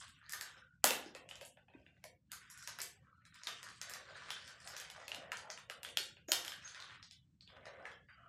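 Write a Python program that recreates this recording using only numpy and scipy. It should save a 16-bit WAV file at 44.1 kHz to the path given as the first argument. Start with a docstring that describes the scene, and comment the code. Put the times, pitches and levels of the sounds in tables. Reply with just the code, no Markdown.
"""On a carpeted floor, steel marbles run through a plastic tile-and-rail track.
Knocks on joints and catchers are short contact bursts driving decaying modes; soft pushes thump the base.
Rolling is random ticks, a few pieces hum from noise, and a small pivot squeaks as wavering sines.
The room answers with echoes and a tail. It is heard through a phone, whose noise suppressor cuts
quiet tails short, over filtered noise for the low room rumble and faint hiss."""
import sys
import numpy as np
from scipy import signal
from scipy.fft import rfft, irfft, next_fast_len
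from scipy.io import wavfile
from scipy.ndimage import uniform_filter1d

SR = 44100
rng = np.random.default_rng(int(sys.argv[2]) if len(sys.argv) > 2 else 0)


def undo_db(level):
    """Turn decibels back into plain size, where 20 dB means ten times bigger."""
    steps = np.asarray(level, float) / 20
    return 10 ** steps


def file_out(sig):
    """Save sig as 16-bit WAV at sys.argv[1]."""
    # one column per channel
    cols = np.atleast_2d(sig).T
    # limit, then scale
    lim = np.clip(cols, -1, 1)
    pcm = np.round(lim * 32767).astype(np.int16)
    wavfile.write(sys.argv[1], SR, pcm)


N = 365148

# modes of the hollow base plate: f/Hz, t60/s when struck, relative level/dB
BASE_MODES = [(250, 0.012, -3), (330, 0.00077, -2), (532, 0.022, -3.5), (587, 0.017, 3.5),
              (761.6, 0.016, 5.5), (970, 0.025, -2.5)]
# modes of the plastic tiles: f/Hz, t60/s when struck, relative level/dB
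TILE_MODES = [(1370, 0.0047, -2), (1484, 0.003, 2.5), (1637, 0.0088, -3), (1920, 0.0042, -6.5),
              (1967, 0.014, -10.5)]
# modes of the rails: f/Hz, t60/s when struck, relative level/dB
RAIL_MODES = [(2650, 0.0024, -9.5), (3240, 0.007, -13.5), (3500, .006, -15), (4360, 0.0039, -6.5),
              (5100, 0.0022, -1), (6200, 0.0035, -10.5), (6450, 0.0062, -11)]
# bright steel ticks: f/Hz, t60/s when struck, relative level/dB
STEEL_MODES = [(7560, 0.0019, 9), (10160, 0.00082, 10), (11770, 0.00094, 9), (12600, 0.004, -1.5),
               (14300, 0.003, -2.5)]


def rms_one(x):
    """Scale to unit rms."""
    return x / np.sqrt(np.mean(x ** 2) + 1e-20)


def at_hz(points, hz):
    """Read a table on a log-frequency axis."""
    table_hz, value = np.transpose(points)
    return np.interp(np.log(hz), np.log(table_hz), value)


def ring(force, hz, t60):
    """A force sets a decaying sine ringing; small parts radiate nothing far below their pitch."""
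    r, w = undo_db(-60 / (t60 * SR)), 2 * np.pi * hz / SR
    return signal.lfilter([.5, 0, -.5], [1, -2 * r * np.cos(w), r * r], force + 1e-18)


def drift(rate_hz):
    """Slow chance with spread 1: smoothed noise on 40 knots per second."""
    knots = rng.standard_normal(int(N / SR * 40) + 2)
    r = np.exp(-2 * np.pi * rate_hz / 40)
    smooth = rms_one(signal.lfilter([1], [1, -r], knots))
    return np.interp(np.arange(N) / SR * 40, np.arange(len(knots)), smooth)


def glide(x, depth, rate_hz):
    """Pitches waver slowly by the share depth, as the marble moves along a piece."""
    at = np.arange(N) + np.cumsum(depth * drift(rate_hz))
    return np.interp(at % (N - 1), np.arange(N), x)


def swell(start, length):
    """Rounded rise and fall, silent outside its span in seconds."""
    t = np.arange(N) / SR
    return np.sin(np.pi * np.clip((t - start) / length, 0, 1)) ** .5


def knocks():
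    """Snap and chatter of contacts drive the modes, hardest near the brightest ring; returns direct, diffuse."""
    # knocks: t/s, drive level/dB, tile share/dB, brightest ring f/Hz, steel share/dB
    hits = [(0.08,-52.5,-11,3340,-9),(0.294,-43,-7,8510,-9),(.322,-39,-18,11400,-6.5),(0.334,-32.5,-4,7530,-49),(0.41,-35.5,-2.5,4350,-8.5),(.841,-13,-7,2800,-8),(0.872,-23,-8.5,3420,-14),(.906,-18.5,-17,2720,-19),(1.06,-51,-6,5570,-19),(1.085,-53,-6,2900,-26),(1.149,-39,-6,2680,-17),(1.289,-42.5,-14,2860,-13.5),(1.311,-32.5,-16.5,3000,-39),(1.355,-41,-29,2560,-16),(1.411,-36.5,-10.5,2615,-18),(1.45,-50.5,-47,10200,-3),(1.571,-49,-6,2540,-32.5),(1.683,-46,-18,2560,-62),(1.737,-46.5,-14,2510,-60),(1.864,-48.5,-11,2760,-59),(2.04,-40,-10,2207,-12.5),(2.317,-38,-10,9140,-7.5),(2.5,-50,-6,5600,-3),(2.575,-52,-22,5600,-3.5),(2.625,-49.5,-23,5760,-6.5),(2.674,-32.5,-6.5,5840,-15),(2.787,-41.5,4,2900,-9),(2.803,-40,-18,5070,-27),(2.816,-36,-27.5,8900,-5.5),(3.252,-51,-2.5,3900,-12.5),(3.343,-56.5,0,4900,-5.5),(3.434,-42.5,-8,7000,-17),(3.47,-23.5,-8.5,3720,-27),(3.629,-41,-4.5,8000,-16.5),(3.687,-48,-8.5,4800,-13),(3.814,-35,-8,6360,-14),(3.896,-40,-3,2520,-8.5),(3.936,-37.5,-3.5,6000,-12.5),(4.153,-54.5,6,2570,-35),(4.304,-25,-13,3560,-24),(4.477,-46.5,0,5000,-11),(4.602,-54.5,-5,5200,-6.5),(4.674,-41.5,-3.5,5350,-9),(4.765,-35.5,-41,5940,-16),(4.799,-37.5,-7,2570,-11.5),(4.9,-37.5,-42,2990,-17),(5.08,-32.5,-17,2680,-18),(5.117,-28,-19.5,2850,-64),(5.146,-31,-32,2880,-21.5),(5.318,-28.5,-5.5,2820,-22),(5.37,-40.5,-10,6500,-15.5),(5.501,-36.5,-6,6250,-57),(5.575,-41.5,-4,2830,-18),(5.698,-31.5,-10,2870,-20),(5.831,-37,-16,2820,-10),(5.848,-30,-11.5,3240,-69),(5.888,-38.5,-31,2850,-19),(5.971,-15,-21,3610,-24),(6.029,-50,-30,7800,-8.5),(6.168,-46,-15.5,2790,-48),(6.285,-45,-1.5,6620,-18),(6.318,-14,-12.5,3680,-14.5),(6.448,-34.5,-9.5,3430,-14),(6.479,-29,-15,3190,-18.5),(6.519,-33.5,-7,3240,-25),(6.648,-54,5.5,6000,-49),(6.676,-39.5,-37,6450,-40),(6.746,-41,-3.5,3700,-24),(6.801,-39.5,-36,4050,-26),(6.823,-37.5,-15,3710,-30),(6.906,-47,-1,3320,-33),(7.027,-41,-15,4160,-29),(7.11,-44.5,-15.5,3450,-13.5),(7.408,-49,-15,4640,-35),(7.475,-42.5,-25.5,3505,-39),(7.655,-50.5,6,5700,-35),(7.854,-43,2.5,2810,-42),(7.915,-45.5,-13.5,3230,-21.5),(8.086,-64,10.5,4540,-58)]
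    rise_s, chatter_s, settle_s, snap = 0.00059, 0.0018, 0.006, 2.2
    s, drive_db, tile_db, bright_hz, steel_db = np.transpose(hits)
    # the duller a knock, the more it drives the hollow base; the heaviest blows shake it more still
    base_db = np.maximum(-21 - 27.5 * np.log2(bright_hz / 2290), -35)
    base_db = base_db + 3.9 * np.maximum(drive_db + 15.5, 0)
    modes = BASE_MODES + TILE_MODES + RAIL_MODES + STEEL_MODES
    chance_db = rng.normal(0, 1.5, (len(s), len(modes)))

    steps = np.arange(600)
    contact = np.exp(-steps / (chatter_s * SR)) * (1 - np.exp(-(steps / (rise_s * SR)) ** 2))
    chatter = rng.standard_normal((len(s), len(modes), len(steps))) * contact
    chatter /= np.sqrt(np.sum(chatter ** 2, axis=2, keepdims=True))
    chatter[:, :, np.argmax(contact)] += snap * (-1) ** np.arange(len(modes))
    chatter *= 1.95 / np.hypot(1, snap)
    # toward the walls the whole loose track radiates, rattling a little longer
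    settle = rng.standard_normal(chatter.shape) * np.exp(-steps / (settle_s * SR))
    settle *= 1.526 / np.sqrt(np.sum(settle ** 2, axis=2, keepdims=True))

    at = np.minimum((s * SR).astype(int)[:, None] + steps, N - 1)
    shares = [base_db] * len(BASE_MODES) + [tile_db] * len(TILE_MODES)
    shares += [0 * s] * len(RAIL_MODES) + [steel_db] * len(STEEL_MODES)
    # weak knocks are far away: more room against direct sound
    to_room = undo_db(0.17 * (drive_db.max() - drive_db))[:, None]
    out = np.zeros((2, N))
    for k, (hz, t60, level_db) in enumerate(modes):
        octaves = np.log2(hz / bright_hz)
        near_db = 5.5 * np.exp(-(octaves / 0.21) ** 2)
        if (hz, t60, level_db) in RAIL_MODES:  # a dull knock loses rail modes above its brightest ring
            near_db = near_db + 0.84 * np.minimum(steel_db + 6.5, 0) * np.clip(octaves, 0, 1)
        push = undo_db(drive_db + shares[k] + level_db + near_db + chance_db[:, k])[:, None]
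        force = np.zeros((2, N))
        np.add.at(force[0], at, push * chatter[:, k])
        np.add.at(force[1], at, push * settle[:, k] * to_room)
        out += ring(force, hz, t60)

    # each struck piece also rings at its brightest pitch, losing 60 dB in 80 cycles
    t = np.arange(SR // 20) / SR
    pitch = bright_hz[:, None]
    own_db = np.minimum(drive_db, -21.5)[:, None] - 10  # harder blows add clatter, not ring
    own = undo_db(own_db - 60 * t * pitch / 80) * np.sin(2 * np.pi * pitch * t) * (1 - np.exp(-t / rise_s))
    at = np.minimum(at[:, :1] + np.arange(len(t)), N - 1)
    np.add.at(out[0], at, own)
    np.add.at(out[1], at, own)
    return out


def thuds():
    """A soft push sets the base plate or a tile thumping."""
    # thumps: t/s, drive level/dB, f/Hz
    thumps = [(0.332,-30.5,1800),(0.409,-34.5,1774),(0.62,-46.5,1550),(0.843,-36.5,222),(0.906,-27.5,557),(1.06,-35.5,322),(1.15,-39.5,518),(1.413,-40,550),(1.572,-52.5,602),(1.748,-41,292),(1.8,-52.5,585),(2.05,-45,625),(3.127,-49.5,1280),(3.964,-41,1800),(5.999,-43.5,388),(5.18,-45,288),(5.7,-42,512),(6.283,-36.5,325),(6.289,-34.5,627),(6.318,-36.5,328)]
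    t60, push_s = 0.03, 0.005
    out, steps = np.zeros(N), np.arange(int(push_s * SR))
    for s, drive_db, hz in thumps:
        force = np.zeros(N)
        push = np.sin(2 * np.pi * hz * steps / SR) * np.hanning(len(steps))
        force[int(s * SR) + steps] = undo_db(drive_db) * push
        out += ring(force, hz, t60) * 2.8 / len(steps)
    return out


def run_levels():
    """Each run swells, sinks a little as the marble slows and dies away; gains for tile, base and rail."""
    # runs over track: start t/s, length/s, relative tile rattle/dB, base drone/dB, rail hiss/dB
    runs = [(0,0.02,-52.5,-70.5,-50),(0.106,0.099,-66,-87,-68),(0.251,0.34,-58,-71.5,-60.5),(0.857,0.16,-55,-71,-55.5),(1.155,0.25,-92,-62.5,-82),(1.697,0.36,-71,-72,-70),(2.334,0.042,-53.5,-90,-58),(2.42,0.4,-58.5,-87,-63.5),(2.9,0.38,-69.5,-76,-78),(3.359,1,-57,-82,-57),(3.839,0.29,-54.5,-59,-87),(4.149,0.9,-55,-69,-58),(4.674,0.1,-52,-56,-57),(4.963,0.074,-55,-54,-60.5),(5.127,0.15,-51.5,-54,-70.5),(5.397,0.093,-60.5,-55.5,-78),(5.681,0.21,-82,-59,-85),(6.34,0.27,-55,-69,-57.5),(6.627,0.34,-54.5,-88,-59),(7.497,0.42,-57,-60,-68),(8.097,0.16,-71,-78.5,-93)]
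    rise, slowing, fall = 461, 2, 217  # dB per s
    start, length, *levels_db = np.transpose(runs)[:, :, None]
    t = np.arange(0, N + 64, 64) / SR
    since = t - start
    shape_db = rise * np.minimum(since, 0) - slowing * np.maximum(since, 0)
    shape_db = shape_db - fall * np.maximum(since - length, 0)
    gains = []
    for db in levels_db:
        total = np.sqrt(np.sum(undo_db(2 * (db + shape_db)), axis=0))
        gains.append(np.interp(np.arange(N) / SR, t, total))
    return gains


def rolling():
    """Roughness under the marbles: clumped ticks into the track's modes, which change from tile to tile."""
    tile, base, rail = run_levels()
    chance = 750 * undo_db(3.5 * drift(8.3)) / SR  # about 750 ticks per s, in clumps
    parts = ((TILE_MODES, tile), (BASE_MODES[2:], base), (RAIL_MODES, rail),
             (STEEL_MODES, rail * undo_db(-11.0)))
    out = 0
    for modes, level in parts:
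        size_db = 5.3 * np.minimum(rng.exponential(1, N), 4)
        ticks = (rng.random(N) < chance) * undo_db(size_db) * rng.choice([-1, 1], N)
        part = 0
        for k, (hz, t60, db) in enumerate(modes):
            # slow contacts excite the lower modes of each part most
            mode_db = db - 8.5 * np.log2(hz / modes[0][0]) + 5 * drift(9.4)
            tone = glide(ring(ticks, hz, t60 * 1.3), depth=.08, rate_hz=2.5)
            part = part + undo_db(mode_db) * tone * (-1) ** k
        out = out + level * rms_one(part)
    return undo_db(-7.5) * out


def hums():
    """Fine roughness under a slow marble drives a single mode: a narrow, unsteady tone."""
    # humming pieces: start t/s, length/s, f/Hz, level/dB
    tones = [(0.203,0.35,1734,-62.5),(0.422,0.36,1455,-71),(3.048,0.25,1350,-73.5),(3.092,0.31,4130,-83),(7.646,0.11,5480,-79),(8.068,0.092,4720,-76),(8.077,0.29,2950,-79.5),(8.142,0.18,1314,-65.5),(8.169,0.17,655,-76)]
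    out = 0
    for start, length, hz, level_db in tones:
        tone = rms_one(ring(rng.standard_normal(N), hz, t60=.028))
        out = out + undo_db(level_db) * swell(start, length) * tone
    return out


def squeaks():
    """Stick-slip in a pivot: a wavering tone with its octave."""
    # squeaks: start t/s, length/s, f/Hz, pitch waver/Hz, level/dB, octave's relative level/dB
    chirps = [(2.498, 0.044, 5600, 250, -62, -27.5), (2.563, 0.2, 5700, 250, -64, -20),
              (6.279, 0.046, 6730, 250, -47.5, -8.5), (6.645, 0.021, 6460, 31.1, -49, -27)]
    out, waver = 0, rms_one(uniform_filter1d(rng.standard_normal(N), size=30))
    for start, length, hz, waver_hz, level_db, octave_db in chirps:
        phase = 2 * np.pi * np.cumsum(hz + waver_hz * waver) / SR
        tone = np.sin(phase) + undo_db(octave_db) * np.sin(2 * phase)
        out = out + undo_db(level_db) * swell(start, length) * tone
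    return out


def room(direct, diffuse):
    """A few distinct reflections, then a diffuse tail that dies band by band."""
    # room decay: f/Hz, t60/s
    decay = [(200, 0.93), (530, 0.57), (1400, 0.4), (3700, 0.38), (9700, 0.29), (15000, 0.36)]
    # first reflections: delay/s, level/dB
    reflections = [(0.0112, -14), (0.016, -13.5), (0.0226, -17)]
    t = np.arange(SR // 2) / SR
    edges, reply = 100 * 2 ** np.arange(0, 7.6, .5), 0
    for low, high in zip(edges, edges[1:]):
        half_octave = signal.butter(2, [low, high], "band", fs=SR, output="sos")
        band = signal.sosfilt(half_octave, rng.standard_normal(len(t)))
        reply = reply + band * undo_db(-60 * t / at_hz(decay, np.sqrt(low * high)))
    reply = reply * (1 - np.exp(-(t / 0.0029) ** 2))  # the tail builds up over about 3 ms
    reply = undo_db(-3.5) * reply / np.sqrt(np.sum(reply ** 2))
    echoes = sum(undo_db(db) * np.roll(direct, round(delay * SR)) for delay, db in reflections)
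    return echoes + signal.fftconvolve(diffuse, reply)[:N]


def air():
    """Noise coloured as room rumble and microphone hiss; it wanders in level, its upper rumble more."""
    # noise colour: f/Hz, relative level/dB
    colour = [(15, -60), (35, -20.5), (60, -1), (110, 2), (170, 0), (300, -7), (420, -30.5), (700, -37),
              (8000, -41), (10000, -54), (15000, -57.5)]
    size = next_fast_len(N)
    hz = np.maximum(np.fft.rfftfreq(size, 1 / SR), 1)
    spectrum = rfft(rng.standard_normal(size)) * undo_db(at_hz(colour, hz))
    steady = rms_one(irfft(spectrum, size)[:N])
    upper_band = signal.butter(2, [200, 500], "band", fs=SR, output="sos")
    upper = signal.sosfiltfilt(upper_band, steady)
    noise = steady - upper + upper * undo_db(3.5 * drift(4) - 7.5)
    return undo_db(-71.5 + 2.4 * drift(5)) * noise


def scene():
    """Track sounds and their room."""
    direct, diffuse = knocks()
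    thump = thuds()
    direct, diffuse = direct + thump, diffuse + undo_db(-8.0) * thump
    rest = squeaks() + hums() + rolling()
    return (direct + rest + room(direct, diffuse + rest))[None]


def suppress(x):
    """Noise suppressor: bands whose recent power nears the threshold are turned down, by 18.5 dB at most."""
    # suppressor threshold: f/Hz, level of a spectral band/dB
    threshold = [(300, -100), (700, -90), (1500, -90.5), (2800, -101), (4500, -90), (9000, -100),
                 (12000, -86.5), (15000, -84)]
    memory = 0.43  # share of the smoothed power kept from one frame to the next
    hz, _, z = signal.stft(x, SR, nperseg=1024, noverlap=768)
    power = uniform_filter1d(abs(z) ** 2, 2, axis=-2)
    power = signal.lfilter([1 - memory], [1, -memory], power, axis=-1)
    limit = undo_db(2 * at_hz(threshold, np.maximum(hz, 1)))[:, None]
    gain = np.maximum(1 - limit / (power + 1e-20), undo_db(-18.5))
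    return signal.istft(z * gain, SR, nperseg=1024, noverlap=768)[1][..., :N]


def roll_off(x):
    """The treble ends steeply here."""
    return signal.sosfilt(signal.butter(12, 16530, fs=SR, output="sos"), x)


def record(dry):
    """The phone cuts bass and top and suppresses noise; steady rumble and hiss remain."""
    dry = signal.sosfilt(signal.butter(2, 140, "high", fs=SR, output="sos"), dry)
    dry = signal.sosfilt(signal.butter(6, 15500, fs=SR, output="sos"), dry)
    mix = suppress(dry) + air()
    return roll_off(mix)


dry = scene()
out = record(dry)
file_out(out)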